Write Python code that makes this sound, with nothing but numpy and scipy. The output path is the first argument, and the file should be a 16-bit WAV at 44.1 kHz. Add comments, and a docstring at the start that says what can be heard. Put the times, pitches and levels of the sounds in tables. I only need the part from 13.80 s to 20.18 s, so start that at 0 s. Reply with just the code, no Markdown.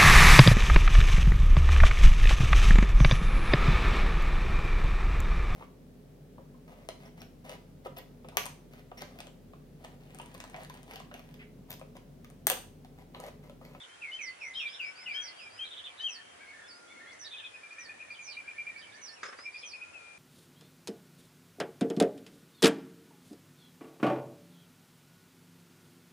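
"""Wading birds on a lagoon

Falling whistles, rising peeps, thin sweeps, short trills, a run of pips and distant yelps.
Each note is one nearly pure whistle on its kind's glide, thrown back by wooden walls and the far shore.
Something wooden clacks and rattles once, close by. Underneath lie the blur of a far flock, a faint
sinking tone, wind in reeds and ripples, one soft gust and a distant rumble."""
import sys
import numpy as np
from scipy import signal
from scipy.fft import rfft, irfft
from scipy.io import wavfile
from scipy.ndimage import uniform_filter1d

SR = 44100
rng = np.random.default_rng(int(sys.argv[2]) if len(sys.argv) > 2 else 0)


def inscribe(sig):
    """Save sig as 16-bit PCM at rate SR to the path in sys.argv[1].

    A 1-D sig is mono; a 2-D sig holds one channel per row.
    Samples are clipped to [-1, 1] before scaling.
    """
    pcm = np.round(np.clip(np.atleast_2d(sig).T, -1, 1) * 32767)
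    wavfile.write(sys.argv[1], SR, pcm.astype(np.int16))


N = 281358

# Every _SHAPE holds the arguments of settling() or arching(), in Hz, seconds and dB.
TEW_SHAPE = dict(start_hz=2930, end_hz=2278, hold_s=.0115, settle_s=.02, length_s=.122, lead_s=.006, attack_s=.005, release_s=.026, fade_db=-6)
# Each row: start in seconds, final pitch in Hz, level in dB, pan (left minus right) in dB.
TEW_NOTES = [(.208, 2100, -41.2, -1), (.379, 2025, -40.6, -5), (.603, 2045, -40.8, -2),
             (.784, 2343, -37, -2), (.985, 2275, -37.5, 3), (1.168, 2025, -54, 0), (1.252, 2290, -37.4, 3),
             (1.388, 2025, -54, 0), (1.58, 2355, -49.5, -2), (1.768, 2343, -52, 0), (2.045, 2286, -56, 0),
             (3.572, 2410, -54, 0), (5.35, 2280, -59, 0)]
def tews(slowing=1.05):
    """Falling whistles; the lower ones are drawn out."""
    end_hz = TEW_SHAPE["end_hz"]
    notes = [(s, (end_hz / hz) ** slowing, hz / end_hz, db, pan_db) for s, hz, db, pan_db in TEW_NOTES]
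    return sing("tew", settling(**TEW_SHAPE), notes)


PIP_SHAPE = dict(top_hz=2412, sag_hz=230, top_s=.036, length_s=.066, lead_s=.0175, attack_s=.006, release_s=.021, fade_db=-3)
# Each row: start in seconds, top pitch in Hz, level in dB.
PIP_NOTES = [(3.513, 2530, -46.5), (3.618, 2520, -46.3), (3.718, 2495, -46.8), (3.812, 2400, -46.5),
             (3.887, 2440, -47), (3.962, 2400, -43.5), (4.072, 2470, -43.3), (4.181, 2470, -42.2),
             (4.282, 2415, -41.3), (4.369, 2410, -43), (4.455, 2405, -42), (4.548, 2410, -39),
             (4.657, 2410, -39.2), (4.761, 2392, -37.2), (4.846, 2388, -37.2), (4.939, 2320, -44),
             (5.635, 2390, -37.5), (5.722, 2430, -41.8), (5.812, 2490, -43.2), (5.913, 2500, -41.5),
             (5.993, 2505, -40.6)]
def pips(pan_db=-1, pan_db_per_hz=.045):
    """Short arched notes of one length; higher ones come more from the left."""
    top_hz = PIP_SHAPE["top_hz"]
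    notes = [(s, 1, hz / top_hz, db, pan_db + pan_db_per_hz * (hz - top_hz)) for s, hz, db in PIP_NOTES]
    return sing("pip", arching(**PIP_SHAPE), notes)


PEEP_SHAPE = dict(start_hz=3030, end_hz=3275, hold_s=.001, settle_s=.028, length_s=.08, lead_s=0, attack_s=.011, release_s=.02, fade_db=3.7)
# Each row: start in seconds, length factor, pitch factor, level in dB, pan in dB.
PEEP_NOTES = [(.085, 1, .98, -61, 0), (.312, .9, .958, -43.3, 2), (.745, 1.05, 1.0, -40.6, 4),
              (1.338, 1.12, 1.005, -38.8, 5), (1.786, .88, .993, -41.2, 3), (2.835, .6, 1.08, -63, 0),
              (3.07, .9, 1.08, -64, 0), (3.265, .7, 1.05, -63, 0)]
def peeps():
    """Short whistles that rise and level off."""
    return sing("peep", settling(**PEEP_SHAPE), PEEP_NOTES)


# Each row: time into the note in seconds, pitch in Hz, level in dB.
SLUR_CURVE = [(0, 2950, -12), (.012, 3050, -8), (.032, 3080, -12), (.045, 3165, -3), (.07, 3185, 1),
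              (.085, 2900, -6), (.1, 2650, -10), (.125, 2480, -22)]
# Each row: start in seconds, length factor, pitch factor, level in dB, pan in dB.
SLUR_NOTES = [(2.196, 1, 1, -33, 4)]
def slur():
    """One loud whistle that climbs a little, then drops."""
    return sing("slur", SLUR_CURVE, SLUR_NOTES)


# Each row: time into the stroke in seconds, pitch in Hz, level in dB.
FLICK_CURVE = [(0, 3200, -20), (.012, 3550, -11), (.02, 3900, -30), (.027, 4450, -13), (.035, 4750, -12),
               (.039, 5750, -15), (.046, 6050, -11), (.06, 6350, -24)]
SWEEP_CURVE = [(0, 6400, -40), (.014, 6180, -7), (.028, 5980, 0), (.054, 5600, -2), (.07, 4900, -6),
               (.084, 4480, .5), (.104, 4230, -15)]
# Each row: start in seconds, level in dB.
SWEEP_CALLS = [(.305, -47), (1.307, -46.5), (2.183, -46.5), (3.288, -48), (3.884, -52), (5.113, -47.2),
               (5.745, -49.5)]
def sweeps(down_after_s=.093, pan_db=-5.5):
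    """Thin calls: a quick flick up, then a longer sweep down."""
    ups = [(s, 1, 1, db, pan_db) for s, db in SWEEP_CALLS]
    downs = [(s + down_after_s, 1, 1, db, pan_db) for s, db in SWEEP_CALLS]
    return sing("flick", FLICK_CURVE, ups) + sing("sweep", SWEEP_CURVE, downs)


TRILL_SHAPE = dict(top_hz=3640, sag_hz=400, top_s=.018, length_s=.045, lead_s=0, attack_s=.006, release_s=.007, fade_db=0)
# Each row: start in seconds, syllable count, level in dB.
TRILL_CALLS = [(-.2, 4, -49.5), (.733, 4, -47.8), (1.841, 4, -45.7), (2.172, 1, -47), (3.442, 4, -46.3)]
# Each row: time into the trill in seconds, pitch factor, accent in dB.
TRILL_RHYTHM = [(0, 1.06, -2.5), (.063, 1.005, -.3), (.121, 1.0, 1), (.193, .99, -.3)]
def trills(pan_db=-2.2):
    """Raspy syllables on one rhythm; the first trill is already ending as the scene opens."""
    notes = [(s + after_s, 1, pitch, db + accent_db, pan_db)
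             for s, count, db in TRILL_CALLS
             for after_s, pitch, accent_db in TRILL_RHYTHM[:count]
             if s + after_s > -TRILL_SHAPE["length_s"]]
    return sing("trill", arching(**TRILL_SHAPE), notes)


# Each row: time into the note in seconds, pitch in Hz, level in dB.
HOOK_CURVE = [(0, 4250, -16), (.015, 4780, -6.5), (.032, 4900, -5.5), (.045, 4500, -14), (.053, 3450, -3),
              (.062, 3130, -1), (.08, 3050, -5), (.095, 3020, -14)]
DIP_CURVE = [(0, 5450, -8), (.012, 5200, -2), (.033, 4500, 0), (.055, 4600, -8), (.08, 5000, -5),
             (.115, 4950, -16)]
BUZZ_CURVE = [(0, 7000, -20), (.04, 6450, -9), (.065, 5850, 0), (.095, 5250, -5), (.125, 4500, -1),
              (.145, 3900, -8), (.17, 3820, -14)]
# Each row: start in seconds, length factor, pitch factor, level in dB, pan in dB.
HOOK_NOTES = [(4.298, .9, 1, -51.5, -2), (4.48, .8, .95, -52, -2), (4.96, 1.1, .99, -49, -2),
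              (5.765, 1.1, 1.04, -49, -2)]
DIP_NOTES = [(2.878, 1, 1, -52, -3)]
BUZZ_NOTES = [(4.395, 1, 1, -49, -6)]
def squeaks():
    """High, raspy calls: hooks that rise and plunge, one dip and one falling buzz."""
    return (sing("hook", HOOK_CURVE, HOOK_NOTES) + sing("dip", DIP_CURVE, DIP_NOTES)
            + sing("buzz", BUZZ_CURVE, BUZZ_NOTES))


# Each row: time into the note in seconds, pitch in Hz, level in dB.
HELD_CURVE = [(0, 2780, -10), (.025, 2580, 3), (.06, 2440, -4), (.085, 2415, -8), (.11, 2410, -4),
              (.26, 2410, -6)]
# Each row: start in seconds, length factor, pitch factor, level in dB, pan in dB.
HELD_NOTES = [(6.13, 1, 1, -51.5, 7)]
def held_note():
    """A closing whistle that falls, then holds its pitch."""
    return sing("held", HELD_CURVE, HELD_NOTES)


RISE_SHAPE = dict(start_hz=4620, end_hz=5680, hold_s=.006, settle_s=.088, length_s=.102, lead_s=.002, attack_s=.007, release_s=.022, fade_db=6)
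# Each row: start in seconds, note count, period in seconds, first pitch factor, peak level in dB.
RISING_RUNS = [(.6, 9, .137, 1.135, -57.3), (5.262, 5, .153, 1.06, -58.5)]
def rises(last_pitch=.975, sink_notes=1.8, loudest_share=.42, tiring=15, pan_db=-3):
    """Even runs of rising notes; each run starts high, sinks in pitch, swells and tires."""
    notes = []
    for start_s, count, period_s, first_pitch, peak_db in RISING_RUNS:
        for k in range(count):
            pitch = last_pitch + (first_pitch - last_pitch) * np.exp(-k / sink_notes)
            db = peak_db - tiring * (k / (count - 1) - loudest_share) ** 2
            notes.append((start_s + k * period_s, 1, pitch, db, pan_db))
    return sing("rise", settling(**RISE_SHAPE), notes)


YELP_SHAPE = dict(top_hz=1890, sag_hz=250, top_s=.062, length_s=.135, lead_s=0, attack_s=.025, release_s=.035, fade_db=-1)
# Each row: start in seconds, length factor, pitch factor, level in dB, pan in dB.
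CLEAR_YELPS = [(1.32, 1.1, .94, -55, 0), (2.59, .5, 1.22, -56, 0), (2.66, .6, 1.19, -52.5, 0),
               (2.78, .4, .97, -54, 0), (3.09, .5, 1.2, -55.5, 0), (3.145, .6, 1.16, -55, 0),
               (3.19, .7, .98, -54.5, 0), (3.245, .9, 1.14, -54.5, 0), (3.96, 1, 1.01, -53, 0),
               (4.08, .45, .95, -55, 0)]
# Each row: start and end in seconds, pitch in Hz, level in dB.
FAINT_BOUTS = [(2.2, 2.42, 1830, -58), (2.63, 2.86, 1770, -58), (3.44, 3.56, 1800, -59),
               (3.75, 4.15, 1750, -62), (4.67, 5.3, 1780, -60.3), (5.08, 5.25, 2200, -58)]
def yelps(per_s=10, scatter_octaves=.11, scatter_db=1.5):
    """Distant birds yelp in loose bouts around a few clearer calls."""
    def notes():
        yield from CLEAR_YELPS
        for start_s, end_s, hz, db in FAINT_BOUTS:
            for s in np.arange(start_s, end_s, 1 / per_s):
                late, long, high, loud = rng.uniform(-1, 1, 4)
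                stretch = .7 * 2 ** (.5 * long)
                pitch = hz / YELP_SHAPE["top_hz"] * 2 ** (scatter_octaves * high)
                yield s + .5 * late / per_s, stretch, pitch, db + scatter_db * loud, 0
    return sing("yelp", arching(**YELP_SHAPE), notes())


PIPE_SHAPE = dict(start_hz=1435, end_hz=1372, hold_s=.01, settle_s=.35, length_s=.62, lead_s=0, attack_s=.04, release_s=.14, fade_db=-1)
# Each row: start in seconds, length factor, pitch factor, level in dB, pan in dB.
PIPE_NOTES = [(0, .5, 1.01, -68, 0), (.97, .9, 1.06, -62, 0), (2.78, 1, 1, -64, 0),
              (3.82, .4, .955, -66, 0), (5.96, .7, .99, -67, 0)]
def pipes():
    """Faint, long, low whistles that sag slightly."""
    return sing("pipe", settling(**PIPE_SHAPE), PIPE_NOTES)


def envelope(length_s, lead_s, attack_s, release_s, fade_db, edge_db=-16):
    """Times and dB levels of a note: soft lead-in, attack, sloping hold, release."""
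    t = np.linspace(0, length_s, 80)
    onset = np.clip(1 - (t - lead_s) / attack_s, 0, 1)
    ending = np.maximum(1 - (length_s - t) / release_s, 0)
    return t, edge_db * (onset + ending) + fade_db * t / length_s


def settling(start_hz, end_hz, hold_s, settle_s, **shape):
    """A glide that holds its first pitch, then slides ever more slowly towards its last."""
    t, db = envelope(**shape)
    hz = end_hz + (start_hz - end_hz) * np.exp(-np.maximum(t - hold_s, 0) / settle_s)
    return np.transpose([t, hz, db])


def arching(top_hz, sag_hz, top_s, **shape):
    """A glide that starts sag_hz low, peaks at top_s and falls again."""
    t, db = envelope(**shape)
    return np.transpose([t, top_hz - sag_hz * (t / top_s - 1) ** 2, db])


def whistle(glide, stretch, pitch, level_db, pan_db, rough, rasp, octave_db,
            flutter_db=1.3, lag_s_per_db=8e-6, break_hz_per_s=60000):
    """One unsteady, slightly raspy tone with a weak octave, louder and earlier on the bird's side."""
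    s, hz, db = np.transpose(glide)
    t = np.arange(0, s[-1] * stretch, 1 / SR)
    hz = uniform_filter1d(np.interp(t / stretch, s, hz), size=200, mode="nearest") * pitch
    rasp = rasp * (1 + abs(np.gradient(hz, t)) / break_hz_per_s)  # the voice breaks up on pitch leaps
    noise = (wander(len(t), rate_hz=330) + 1j * wander(len(t), rate_hz=330)) / np.sqrt(2)
    grit = (1 + rasp * noise) / np.hypot(1, rasp)
    hz = hz * (1 + rough * wander(len(t), rate_hz=260))
    level = gain_of(level_db + np.interp(t / stretch, s, db) + flutter_db * wander(len(t), rate_hz=120))
    fade = np.clip(np.minimum(t, t[-1] - t) / .003, 0, 1)
    side_db = np.array([[.5], [-.5]]) * pan_db
    phasor = np.exp(2j * np.pi * (np.cumsum(hz) / SR + hz * side_db * lag_s_per_db))
    tone = (grit * (phasor + gain_of(octave_db) * phasor ** 2)).real
    return np.sqrt(2) * level * fade * gain_of(side_db) * tone


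# Each row, by voice: pitch roughness and rasp as shares, then octave, wall echo and shore echo in dB.
TIMBRES = dict(tew=(.006, .2, -42, -1, -13), peep=(.003, .07, -32, -11, -16),
           slur=(.002, .04, -29, -8, -15), flick=(.025, .4, -50, -2, -22), sweep=(.006, .16, -50, -5, -22),
           rise=(.009, .16, -50, -3, -18), trill=(.022, .5, -36, -1, -19), pip=(.007, .2, -33, -8, -11.5),
           hook=(.014, .5, -30, 0, -15), dip=(.008, .25, -50, -2, -17), buzz=(.025, .45, -50, -1, -18),
           yelp=(.014, .25, -19, -2, -6), pipe=(.003, .12, -30, -8, -10), held=(.005, .2, -35, -8, -12))
def sing(name, glide, notes):
    """One voice's whistles, split three ways: direct, towards the walls, towards the shore."""
    rough, rasp, octave_db, wall_db, shore_db = TIMBRES[name]
    voice = np.zeros((2, N))
    for s, stretch, pitch, level_db, pan_db in notes:
        add(voice, s, whistle(glide, stretch, pitch, level_db, pan_db, rough, rasp, octave_db))
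    voice /= np.hypot(1, gain_of(wall_db))  # direct and wall paths share the energy
    return np.array([voice, gain_of(wall_db) * voice, gain_of(shore_db) * voice])


def birds(gain_db=.7):
    """All the voices, with quick echoes from the walls and a faint tail from the shore."""
    direct, walls, shore = (tews() + peeps() + slur() + sweeps() + rises() + trills() + pips()
                            + squeaks() + pipes() + held_note() + yelps())
    return gain_of(gain_db) * (direct + slaps(walls) + echo(shore, delay_s=.04, t60_s=1.0))


# Each row: delay in seconds, level in dB.
WALL_SLAPS = [(.007, -6), (.013, -4), (.021, -6), (.033, -10)]
def slaps(x, spread_s=.001, scatter_db=-5):
    """Strong reflections off flat boards beat against each glide; weaker scatter follows."""
    out = gain_of(scatter_db) * echo(x, delay_s=.008, t60_s=.17)
    for delay_s, db in WALL_SLAPS:
        for ear in range(2):
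            lag = int((delay_s + spread_s * rng.uniform(-1, 1)) * SR)
            out[ear, lag:] += gain_of(db) * x[ear, :N - lag]
    return out


# Each row: start in seconds, level in dB, tilt above 1500 Hz in dB per octave.
CLACK_BLOWS = [(5.43, -33.3, 0), (5.451, -43, 2), (5.459, -42, 0), (5.485, -42, -4), (5.525, -39.7, -4),
               (5.586, -40.7, -4)]
# Each row: frequency in Hz, relative level in dB.
WOOD_SPECTRUM = [(100, -25), (300, -14), (530, 0), (700, -14), (950, -9), (1150, 1.5), (1750, 1.5),
                 (2250, -3), (2700, -11), (4500, -14), (6500, -13), (8000, -27), (11000, -35)]
def clack(t60_s=.1, rise_s=.0025, room_db=-7):
    """A wooden piece strikes and rattles; its dense modes die quickly, and the last blows are duller."""
    t, hz = np.arange(8192) / SR, np.fft.rfftfreq(8192, 1 / SR)
    out = np.zeros((2, N))
    for s, level_db, tilt in CLACK_BLOWS:
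        mid, side = rfft(rng.standard_normal((2, len(t))))
        colour = gain_of(read(WOOD_SPECTRUM, hz) + tilt * np.log2(np.maximum(hz / 1500, 1)))
        ring = unit_rms(irfft(np.array([mid + .5 * side, mid - .5 * side]) * colour))
        add(out, s, ring * gain_of(level_db - 60 * t / t60_s) * np.minimum(t / rise_s, 1))
    return out + gain_of(room_db) * echo(out, delay_s=.004, t60_s=.2)


# Each row: frequency in Hz, relative density in dB.
FLOCK_SPECTRUM = [(300, -30), (500, -8), (720, -1), (1000, -3), (1500, 0), (2200, -1), (3100, -2),
                  (3800, -14), (6000, -30)]
# Each row: time in seconds, level in dB.
FLOCK_LEVELS = [(0, -61), (.8, -58), (1.4, -56.5), (2.3, -59), (2.8, -65), (3.6, -64), (4.2, -65.5),
                (5.2, -66), (6.38, -68)]
def far_flock():
    """Far calls blurred into patchy noise."""
    return swell(FLOCK_LEVELS) * diffuse_noise(FLOCK_SPECTRUM, patchy_db=2.5)


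# Each row: frequency in Hz, relative density in dB.
AIR_SPECTRUM = [(150, -35), (300, -7), (560, 0), (850, -3), (1400, -3), (1940, -5), (2400, -6), (3200, -10),
                (4500, -12), (8600, -14), (11000, -16.5), (13000, -40)]
GUST_SPECTRUM = [(110, -30), (180, -4), (240, 0), (420, -2), (600, -8), (1000, -25)]
# Each row: time in seconds, level in dB.
GUST_LEVELS = [(0, -88), (2.2, -82), (2.55, -68.5), (2.8, -70), (3.2, -64.5), (3.55, -80), (6.38, -88)]
def wind(steady_db=-56.6):
    """Steady wind in reeds and ripples, and one soft passing gust."""
    steady = gain_of(steady_db) * diffuse_noise(AIR_SPECTRUM, patchy_db=1.0)
    return steady + swell(GUST_LEVELS) * diffuse_noise(GUST_SPECTRUM, patchy_db=2.0)


# Each row: time in seconds, pitch in Hz, level in dB.
DRONE_CURVE = [(0, 760, -85), (.9, 745, -75), (1.2, 735, -70.5), (2, 718, -68.5), (2.7, 705, -72),
               (3.2, 695, -80), (6.38, 690, -85)]
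def drone():
    """A faint, slowly sinking tone, blurred by distance."""
    s, hz, db = np.transpose(DRONE_CURVE)
    t = np.arange(N) / SR
    phase = 2 * np.pi * np.cumsum(np.interp(t, s, hz)) / SR
    tone = np.sqrt(2) * gain_of(np.interp(t, s, db)) * np.sin(phase)
    return echo(tone[None], delay_s=.004, t60_s=.5)


# Each row: frequency in Hz, relative density in dB.
RUMBLE_SPECTRUM = [(20, -37), (45, -23), (72, -29), (87, 1), (108, -1), (132, -12), (168, 0), (205, -5),
                   (245, -1), (340, -3), (500, -11), (900, -35)]
# Each row: time in seconds, level in dB.
RUMBLE_LEVELS = [(0, -70), (2.4, -70), (3.6, -70.3), (4.8, -69), (6.38, -69.3)]
def rumble():
    """Low, nearly steady noise from far off."""
    return swell(RUMBLE_LEVELS) * diffuse_noise(RUMBLE_SPECTRUM, patchy_db=1.5)


# Each row: frequency in Hz, left-right coherence.
EAR_COHERENCE = [(60, .94), (110, .89), (190, .4), (340, .02), (610, -.35), (1080, -.2), (1930, .1),
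                 (3440, -.05), (11000, -.05)]
def diffuse_noise(spectrum, patchy_db):
    """Noise of rms 1 with drifting patches, alike in both ears only in the bass."""
    frames, hz = N // 512 + 5, np.fft.rfftfreq(2048, 1 / SR)
    a, b, c, d, patches = rng.standard_normal((frames, len(hz), 5)).T
    patches = unit_rms(uniform_filter1d(uniform_filter1d(patches, size=20, axis=0), size=12, axis=1))
    coherence = read(EAR_COHERENCE, hz)[:, None]
    left = a + 1j * b
    right = coherence * left + np.sqrt(1 - coherence ** 2) * (c + 1j * d)
    bins = np.array([left, right]) * gain_of(read(spectrum, hz)[:, None] + patchy_db * patches)
    return unit_rms(signal.istft(bins, nperseg=2048, noverlap=1536)[1][:, :N])


def echo(x, delay_s, t60_s):
    """Scattered reflections, different for each ear, that start after a delay and die away."""
    t = np.arange(SR) / SR
    taps = rng.standard_normal((2, SR)) * (rng.random((2, SR)) < .08)
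    taps *= (t > delay_s) * gain_of(-60 * t / t60_s)
    return signal.fftconvolve(x, taps / np.linalg.norm(taps, axis=1, keepdims=True), axes=1)[:, :N]


def wander(count, rate_hz):
    """Smooth random motion of rms about 1, rolling off above rate_hz."""
    hz = np.fft.rfftfreq(SR, 1 / SR)
    return unit_rms(irfft(rfft(rng.standard_normal(SR)) / (1 + (hz / rate_hz) ** 4)))[:count]


def gain_of(db):
    """Decibels to amplitude."""
    return 10 ** (np.asarray(db) / 20)


def unit_rms(x):
    """Scales to rms 1."""
    return x / np.sqrt(np.mean(x ** 2) + 1e-20)


def read(points, hz):
    """Interpolates on a log-frequency axis."""
    f, value = np.transpose(points)
    return np.interp(np.log(hz + 1), np.log(f + 1), value)


def swell(curve):
    """A level curve as a gain for every sample."""
    return gain_of(np.interp(np.arange(N) / SR, *np.transpose(curve)))


def add(mix, s, sound):
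    """Mixes a stereo sound in at time s, or at 0 if s is negative."""
    part = mix[:, max(0, round(s * SR)):][:, :sound.shape[1]]
    part += sound[:, :part.shape[1]]


def scene():
    """Birds and the clack over wind, the far flock, a faint tone and a low rumble."""
    background = wind() + far_flock() + drone()
    return birds() + clack() + background + rumble()


def record(dry, edge_hz=11100):
    """A steep low-pass cuts the top treble."""
    lowpass = signal.firwin(1023, edge_hz, window=("kaiser", 9), fs=SR)
    return signal.oaconvolve(dry, lowpass[None], "same")


dry = scene()
out = record(dry)
inscribe(out)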